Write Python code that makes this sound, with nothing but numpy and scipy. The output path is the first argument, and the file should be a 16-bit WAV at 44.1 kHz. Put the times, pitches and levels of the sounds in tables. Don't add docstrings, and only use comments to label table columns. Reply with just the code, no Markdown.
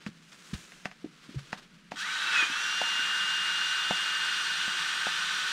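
import sys
import numpy as np
from scipy import signal
from scipy.fft import rfft, irfft
from scipy.io import wavfile

SR = 44100
rng = np.random.default_rng(int(sys.argv[2]) if len(sys.argv) > 2 else 0)


def dump_mix(stems):
    frames = np.atleast_2d(stems).T
    limited = np.clip(frames, -1, 1)
    pcm = np.round(limited * 32767).astype(np.int16)
    wavfile.write(sys.argv[1], SR, pcm)


N = 243431
TIME = np.arange(N) / SR
FREQS = np.maximum(np.fft.rfftfreq(N, 1 / SR), 1)


def undb(db):
    return 10 ** (np.asarray(db) / 20)


def unit(x):
    return x / np.std(x)


def colour(x, spectrum, resonances=()):
    hz, db = np.transpose(spectrum)
    smooth_db = np.interp(np.log(FREQS), np.log(hz), db) - 24 * np.maximum(np.log2(hz[0] / FREQS), 0)
    bells_db = sum(gain * 2 ** -(2 * (FREQS - centre) / width) ** 2 for centre, width, gain in resonances)
    return unit(irfft(rfft(x) * undb(smooth_db + bells_db), N))


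def band(x, lo_hz, hi_hz, order=2):
    return signal.sosfilt(signal.butter(order, [lo_hz, hi_hz], "band", fs=SR, output="sos"), x)


def split(x, hz):
    low = irfft(rfft(x) / (1 + (FREQS / hz) ** 16), N)
    return low, x - low


def walk(rate):
    return unit(irfft(rfft(rng.standard_normal(N)) * np.exp(-(FREQS / rate) ** 2), N))


def ramp(start_s, length_s):
    return np.clip((TIME - start_s) / length_s, 0, 1)


def hump(s, rise_s, fall_s):
    return np.exp(-((TIME - s) / np.where(TIME < s, rise_s, fall_s)) ** 2)


def swell(t, peak_s):
    return (t / peak_s * np.exp(1 - t / peak_s)) ** 1.35


def decay(t, t60):
    return np.exp(-np.log(1000) * t / t60)


def thud(hz, peak_s):
    t = np.arange(SR // 6) / SR
    return swell(t, peak_s) * np.sin(2 * np.pi * hz * t)


def add(track, s, sound):
    start = max(int(s * SR), 0)
    track[start:start + len(sound)] += sound[:N - start]


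# frequency in Hz, relative level in dB.
NIGHT_SPECTRUM = [(25, -0.5), (80, -20), (120, -12.5), (160, 8.5), (220, 1.5), (320, -10.5), (700, -26.5),
                  (1400, -13.5), (3000, -15.5), (6000, -46), (10000, -35), (15000, -53)]
def night(level_db=-60.5, sway_db=0.8):
    return colour(rng.standard_normal(N), NIGHT_SPECTRUM) * undb(level_db + sway_db * walk(17))


# start in seconds, peak in dB, swell time in seconds.
NYLON_SCUFFS = [(.0, -57, 0.026), (.317, -52.5, 0.009), (1.572, -53, 0.0075), (1.618, -58.5, 0.012)]
def scuff_envelope(contact_s=0.0072, tap_lead_s=0.01, under_tap_db=-23):
    soles = [(s + delay_s, db, contact_s) for s, *_, delay_s, db in FOOTFALLS]
    bumps = [(s, db, contact_s) for s, _, _, db in GEAR_BUMPS]
    tarp = [(s - tap_lead_s, db + under_tap_db, tap_lead_s) for s, db, _, _ in TARP_TAPS]
    out, t = np.zeros(N), np.arange(SR // 8) / SR
    for s, db, peak_s in [*NYLON_SCUFFS, *soles, *bumps, *tarp]:
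        add(out, s, undb(db) * swell(t, peak_s))
    return out


# frequency in Hz, relative level in dB.
NYLON_SPECTRUM = [(300, 3.5), (800, -5), (1400, 4.5), (2200, 1), (3200, 2), (5500, -3.5), (8500, -10.5),
                  (11500, -21.5), (15000, -27)]
# peak time in seconds, body in dB, sheen in dB.
STRIDE_SWISHES = [(0.621, -56, -60.5), (1.41, -59.5, -70)]
def rustle(stir_db=-64, crinkle_db=1.3, uneven_db=1.0, stir_sheen_db=-11, scuff_sheen_db=-15):
    folds = colour(rng.standard_normal(N) * undb(crinkle_db * walk(370)), NYLON_SPECTRUM)
    body, sheen = split(folds, 5630)
    sheen = unit(sheen)
    out = (body + undb(stir_sheen_db) * sheen) * undb(stir_db)
    out += (body + undb(scuff_sheen_db) * sheen) * scuff_envelope()
    for s, body_db, sheen_db in STRIDE_SWISHES:
        out += (undb(body_db) * body + undb(sheen_db) * sheen) * hump(s, rise_s=0.3, fall_s=0.19)
    return out * undb(uneven_db * walk(22))


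def shelter(x, t60=0.19, wet_db=-19):
    t = np.arange(SR // 4) / SR
    scatter = band(rng.standard_normal(len(t)), 67, 4100, order=1) * decay(t, t60) * (t > .004)
    return x + undb(wet_db) * signal.fftconvolve(x, scatter / np.linalg.norm(scatter))[:N]


# start in seconds, heel peak in dB, pitch in Hz, swell time in seconds,
# ground boom in dB, delay of the sole's scuff in seconds, scuff in dB.
FOOTFALLS = [(.532, -25.5, 182, 0.0034, -31.5, .0005, -42), (1.356, -29, 135, 0.013, -35, 0.024, -48.5)]
def footsteps(ground_lag_s=0.011):
    out = np.zeros(N)
    for s, heel_db, hz, peak_s, ground_db, _, _ in FOOTFALLS:
        add(out, s, undb(heel_db) * thud(hz, peak_s))
        add(out, s + ground_lag_s, undb(ground_db) * thud(hz=74, peak_s=0.0056))
    return out


# start in seconds, peak in dB, pitch in Hz, cloth scuff in dB.
GEAR_BUMPS = [(.064, -28, 202, -51), (1.043, -27, 294, -63), (1.29, -37, 245, -64),
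              (1.344, -39.5, 330, -64), (1.937, -43, 290, -54), (2.425, -37, 330, -60),
              (2.497, -39, 265, -58), (2.994, -45.5, 284, -60)]
def gear(swell_cycles=0.85, overtone_ratio=2.34, overtone_db=-20, rebound_cycles=4.8, rebound_db=-6.5):
    out = np.zeros(N)
    for s, db, hz, _ in GEAR_BUMPS:
        peak_s = swell_cycles / hz
        overtone = undb(overtone_db) * thud(hz * overtone_ratio, peak_s)
        add(out, s, undb(db) * (thud(hz, peak_s) + overtone))
        add(out, s + rebound_cycles / hz, undb(db + rebound_db) * thud(hz, peak_s * 0.66))
    return out


def cloth_ring(t, hz, t60, rise_cycles=0.32):
    return np.sin(2 * np.pi * hz * t) * (1 - np.exp(-t * hz / rise_cycles)) * decay(t, t60)


# pitch in Hz, time to fall 60 dB in seconds, relative level in dB.
TARP_MODES = [(199, 0.029, -3.5), (570, 0.014, -1.5), (735, 0.025, -2.5), (866, 0.015, -0.5),
              (1410, 0.0034, 1.5), (1870, 0.0071, -2), (2630, 0.011, -9), (5040, 0.011, -20.5),
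              (6650, 0.0064, -22.5)]
# start in seconds, level in dB,
# treble snap in dB, bass boom in dB.
TARP_TAPS = [(.064, -42.5, 19, -10), (0.72, -49.5, 16.5, -8), (0.8555, -26, 10.5, 4),
             (.914, -47.5, 15.5, -10), (1.5292, -25.5, 8.5, 3), (1.9183, -25, 1, -3.5),
             (2.8143, -18, -1, -16), (3.908, -16, -3, -1), (4.678, -38, -8, 10), (5.0677, -22, -6, -5)]
def tarp_taps(shiver_db=-18, shiver_t60=0.055):
    out, t = np.zeros(N), np.arange(SR // 8) / SR
    for s, db, snap_db, boom_db in TARP_TAPS:
        shiver = band(rng.standard_normal(len(t)), 970, 1800, order=1)
        shiver = unit(band(shiver, 300, 6200)) * decay(t, shiver_t60)
        tap = undb(snap_db + shiver_db) * shiver
        for k, (hz, t60, mode_db) in enumerate(TARP_MODES):
            share_db = np.interp(hz, [200, 550, 900, 1500], [boom_db, 0, 0, snap_db])
            tap += (-1) ** k * undb(mode_db + share_db) * cloth_ring(t, hz, t60)
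        add(out, s, undb(db) * tap)
    return out


# peak time in seconds, half length in seconds, centre in Hz, width in Hz,
# level in dB.
NOZZLE_HISSES = [(2.242, 0.21, 3860, 220, -41), (2.414, 0.057, 6650, 400, -47),
                 (2.7, 0.25, 5800, 450, -45.5)]
def nozzle_hiss():
    out = np.zeros(N)
    for s, half_s, hz, width_hz, db in NOZZLE_HISSES:
        hiss = unit(band(rng.standard_normal(N), hz - width_hz / 2, hz + width_hz / 2))
        out += hiss * undb(db) * hump(s, half_s, half_s)
    return out


# frequency in Hz, relative level in dB.
AIR_SPECTRUM = [(150, -27.5), (400, -20.5), (700, -19), (1000, -6), (1400, 0.5), (2000, -5.5), (3000, -1.5),
                (4400, -6.5), (6200, -12), (8000, -15), (9700, -21), (11300, -30.5), (14000, -34),
                (15800, -41)]
# centre in Hz, width in Hz, gain in dB.
HOUSING_RESONANCES = [(928, 70, 8.5), (970, 76, -9), (1060, 36, -4.5), (1238, 120, 4), (1513, 154, 10.5),
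                      (1685, 50, 0), (1847, 380, 5), (1960, 97, -0.5), (2530, 240, 2), (3196, 350, 3),
                      (3850, 100, 1), (5020, 220, 3), (5720, 120, 4), (5660, 145, 5.5), (5900, 145, 8),
                      (6770, 360, 4), (8380, 210, 5), (13100, 900, 4.5)]
# level in dB, loss at standstill in dB, lift from the
# leak in dB, gain in the spit in dB, change as the pad fills in dB per second.
AIR_LAYERS = [(-33.5, 11.5, 7.5, -3, -0.34), (-38, 15, 6.5, 5.5, 0.68), (-43.5, 13.5, 3, 7, 0.45)]
def air_rush(shortfall, leak, filling_s, flutter_db=0.27, spray_db=-66):
    eddies = rng.standard_normal(N)
    off_valve = colour(eddies, AIR_SPECTRUM, [*HOUSING_RESONANCES, (5700, 290, -2)])
    on_valve = colour(eddies, AIR_SPECTRUM, HOUSING_RESONANCES)
    touching = ramp(start_s=2.47, length_s=0.03)
    roar, upper = split(touching * on_valve + (1 - touching) * off_valve, 2400)
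    rush, hiss = split(upper, 4410)
    spit = hump(2.003, rise_s=0.028, fall_s=0.028)
    stream = np.zeros(N)
    for layer, (db, loss_db, leak_db, spit_db, fill_db_per_s) in zip([roar, rush, hiss], AIR_LAYERS):
        flow_db = leak_db * leak + spit_db * spit + fill_db_per_s * filling_s - loss_db * shortfall
        flow = undb(flow_db + flutter_db * walk(22))
        stream += unit(layer) * undb(db) * flow
    spray = unit(band(rng.standard_normal(N), 11600, 15400, order=3)) * undb(spray_db) * flow
    return stream + np.outer([1, -0.68], spray)


def shaft_tone(turns, order, flicker):
    eddies = flicker * (walk(31) + 1j * walk(56))
    tone = np.real((1 + eddies) * np.exp(2j * np.pi * order * turns))
    return np.sqrt(2) * tone / np.sqrt(1 + 2 * flicker ** 2)


# multiple of shaft speed, relative level in dB.
MOTOR_TONES = [(1, -64.5), (3, -57.5), (5, -45), (6, -62), (7, -52), (10, -43), (11, -48.5), (12, -48.5),
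               (13, -50.5), (14, -59), (21, -63), (27, -65.5), (34, -73)]
def motor_whine(turns, shortfall, trim_db=-1, standstill_loss_db=50, drift_db=0.2):
    out = np.zeros(N)
    for order, db in MOTOR_TONES:
        gain = undb(db + drift_db * walk(1.4))
        out += gain * shaft_tone(turns, order, flicker=0.43 * np.sqrt(order / 10))
    return out * undb(trim_db - standstill_loss_db * shortfall)


def fan_whistle(turns, shortfall, leak, seated, filling_s, blades=8, choke_db_per_s2=2.5):
    roughness = 0.1 + 6 * np.minimum(shortfall, 0.1) * (1 - 0.7 * leak)
    slow_loss_db = 39.5 * shortfall * (1 - leak)
    whistle_db = -40 + 11 * leak + 6.5 * seated - choke_db_per_s2 * filling_s ** 2 - slow_loss_db
    whistle = shaft_tone(turns, blades, roughness) * undb(whistle_db)
    chirp = shaft_tone(turns, blades, flicker=0.5) * undb(-36.5) * hump(2.014, rise_s=.013, fall_s=.032)
    overtones = shaft_tone(turns, 2 * blades, 3 * roughness) + .5 * shaft_tone(turns, 22, 3 * roughness)
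    overtones *= undb(-71 + 24 * leak)
    shrill = shaft_tone(turns, 3 * blades, flicker=0.43) * undb(-56.5) * hump(4.56, rise_s=1, fall_s=1)
    return whistle + chirp + overtones + shrill


# time in seconds, opening from 0 to 1.
NOZZLE_LEAK = [(2.19, 0.04), (2.31, 0.35), (2.355, 0.99), (2.44, 1), (2.48, 0)]
def pump(on_s=1.931, full_hz=352.4, creep_hz_per_s=0.87, leak_drag_hz=62, inertia_s=0.1):
    leak = np.interp(TIME, *np.transpose(NOZZLE_LEAK))
    drive_hz = (TIME > on_s) * (full_hz + creep_hz_per_s * (TIME - on_s) - leak_drag_hz * leak)
    lag = 1 / (inertia_s * SR)
    shaft_hz = signal.lfilter([lag], [1, lag - 1], drive_hz)
    shortfall = np.maximum(1 - shaft_hz / full_hz, 0)
    wobble = (0.000576 + 0.02516 * shortfall) * walk(20.34)
    turns = np.cumsum(shaft_hz * (1 + wobble)) / SR
    seat_start_s, seat_length_s = 2.564, 0.34
    seated = ramp(seat_start_s, seat_length_s)
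    filling_s = np.maximum(TIME - seat_start_s - seat_length_s, 0)
    air = air_rush(shortfall, leak, filling_s) + nozzle_hiss()
    tones = fan_whistle(turns, shortfall, leak, seated, filling_s) + motor_whine(turns, shortfall)
    return ramp(start_s=1.956, length_s=0.0041) * (air + tones)


def scene():
    return pump() + shelter(tarp_taps() + footsteps() + gear()) + rustle() + night()


def record(dry, top_hz=15600):
    return signal.sosfilt(signal.ellip(10, .1, 80, top_hz, fs=SR, output="sos"), dry)


dry = scene()
out = record(dry)
dump_mix(out)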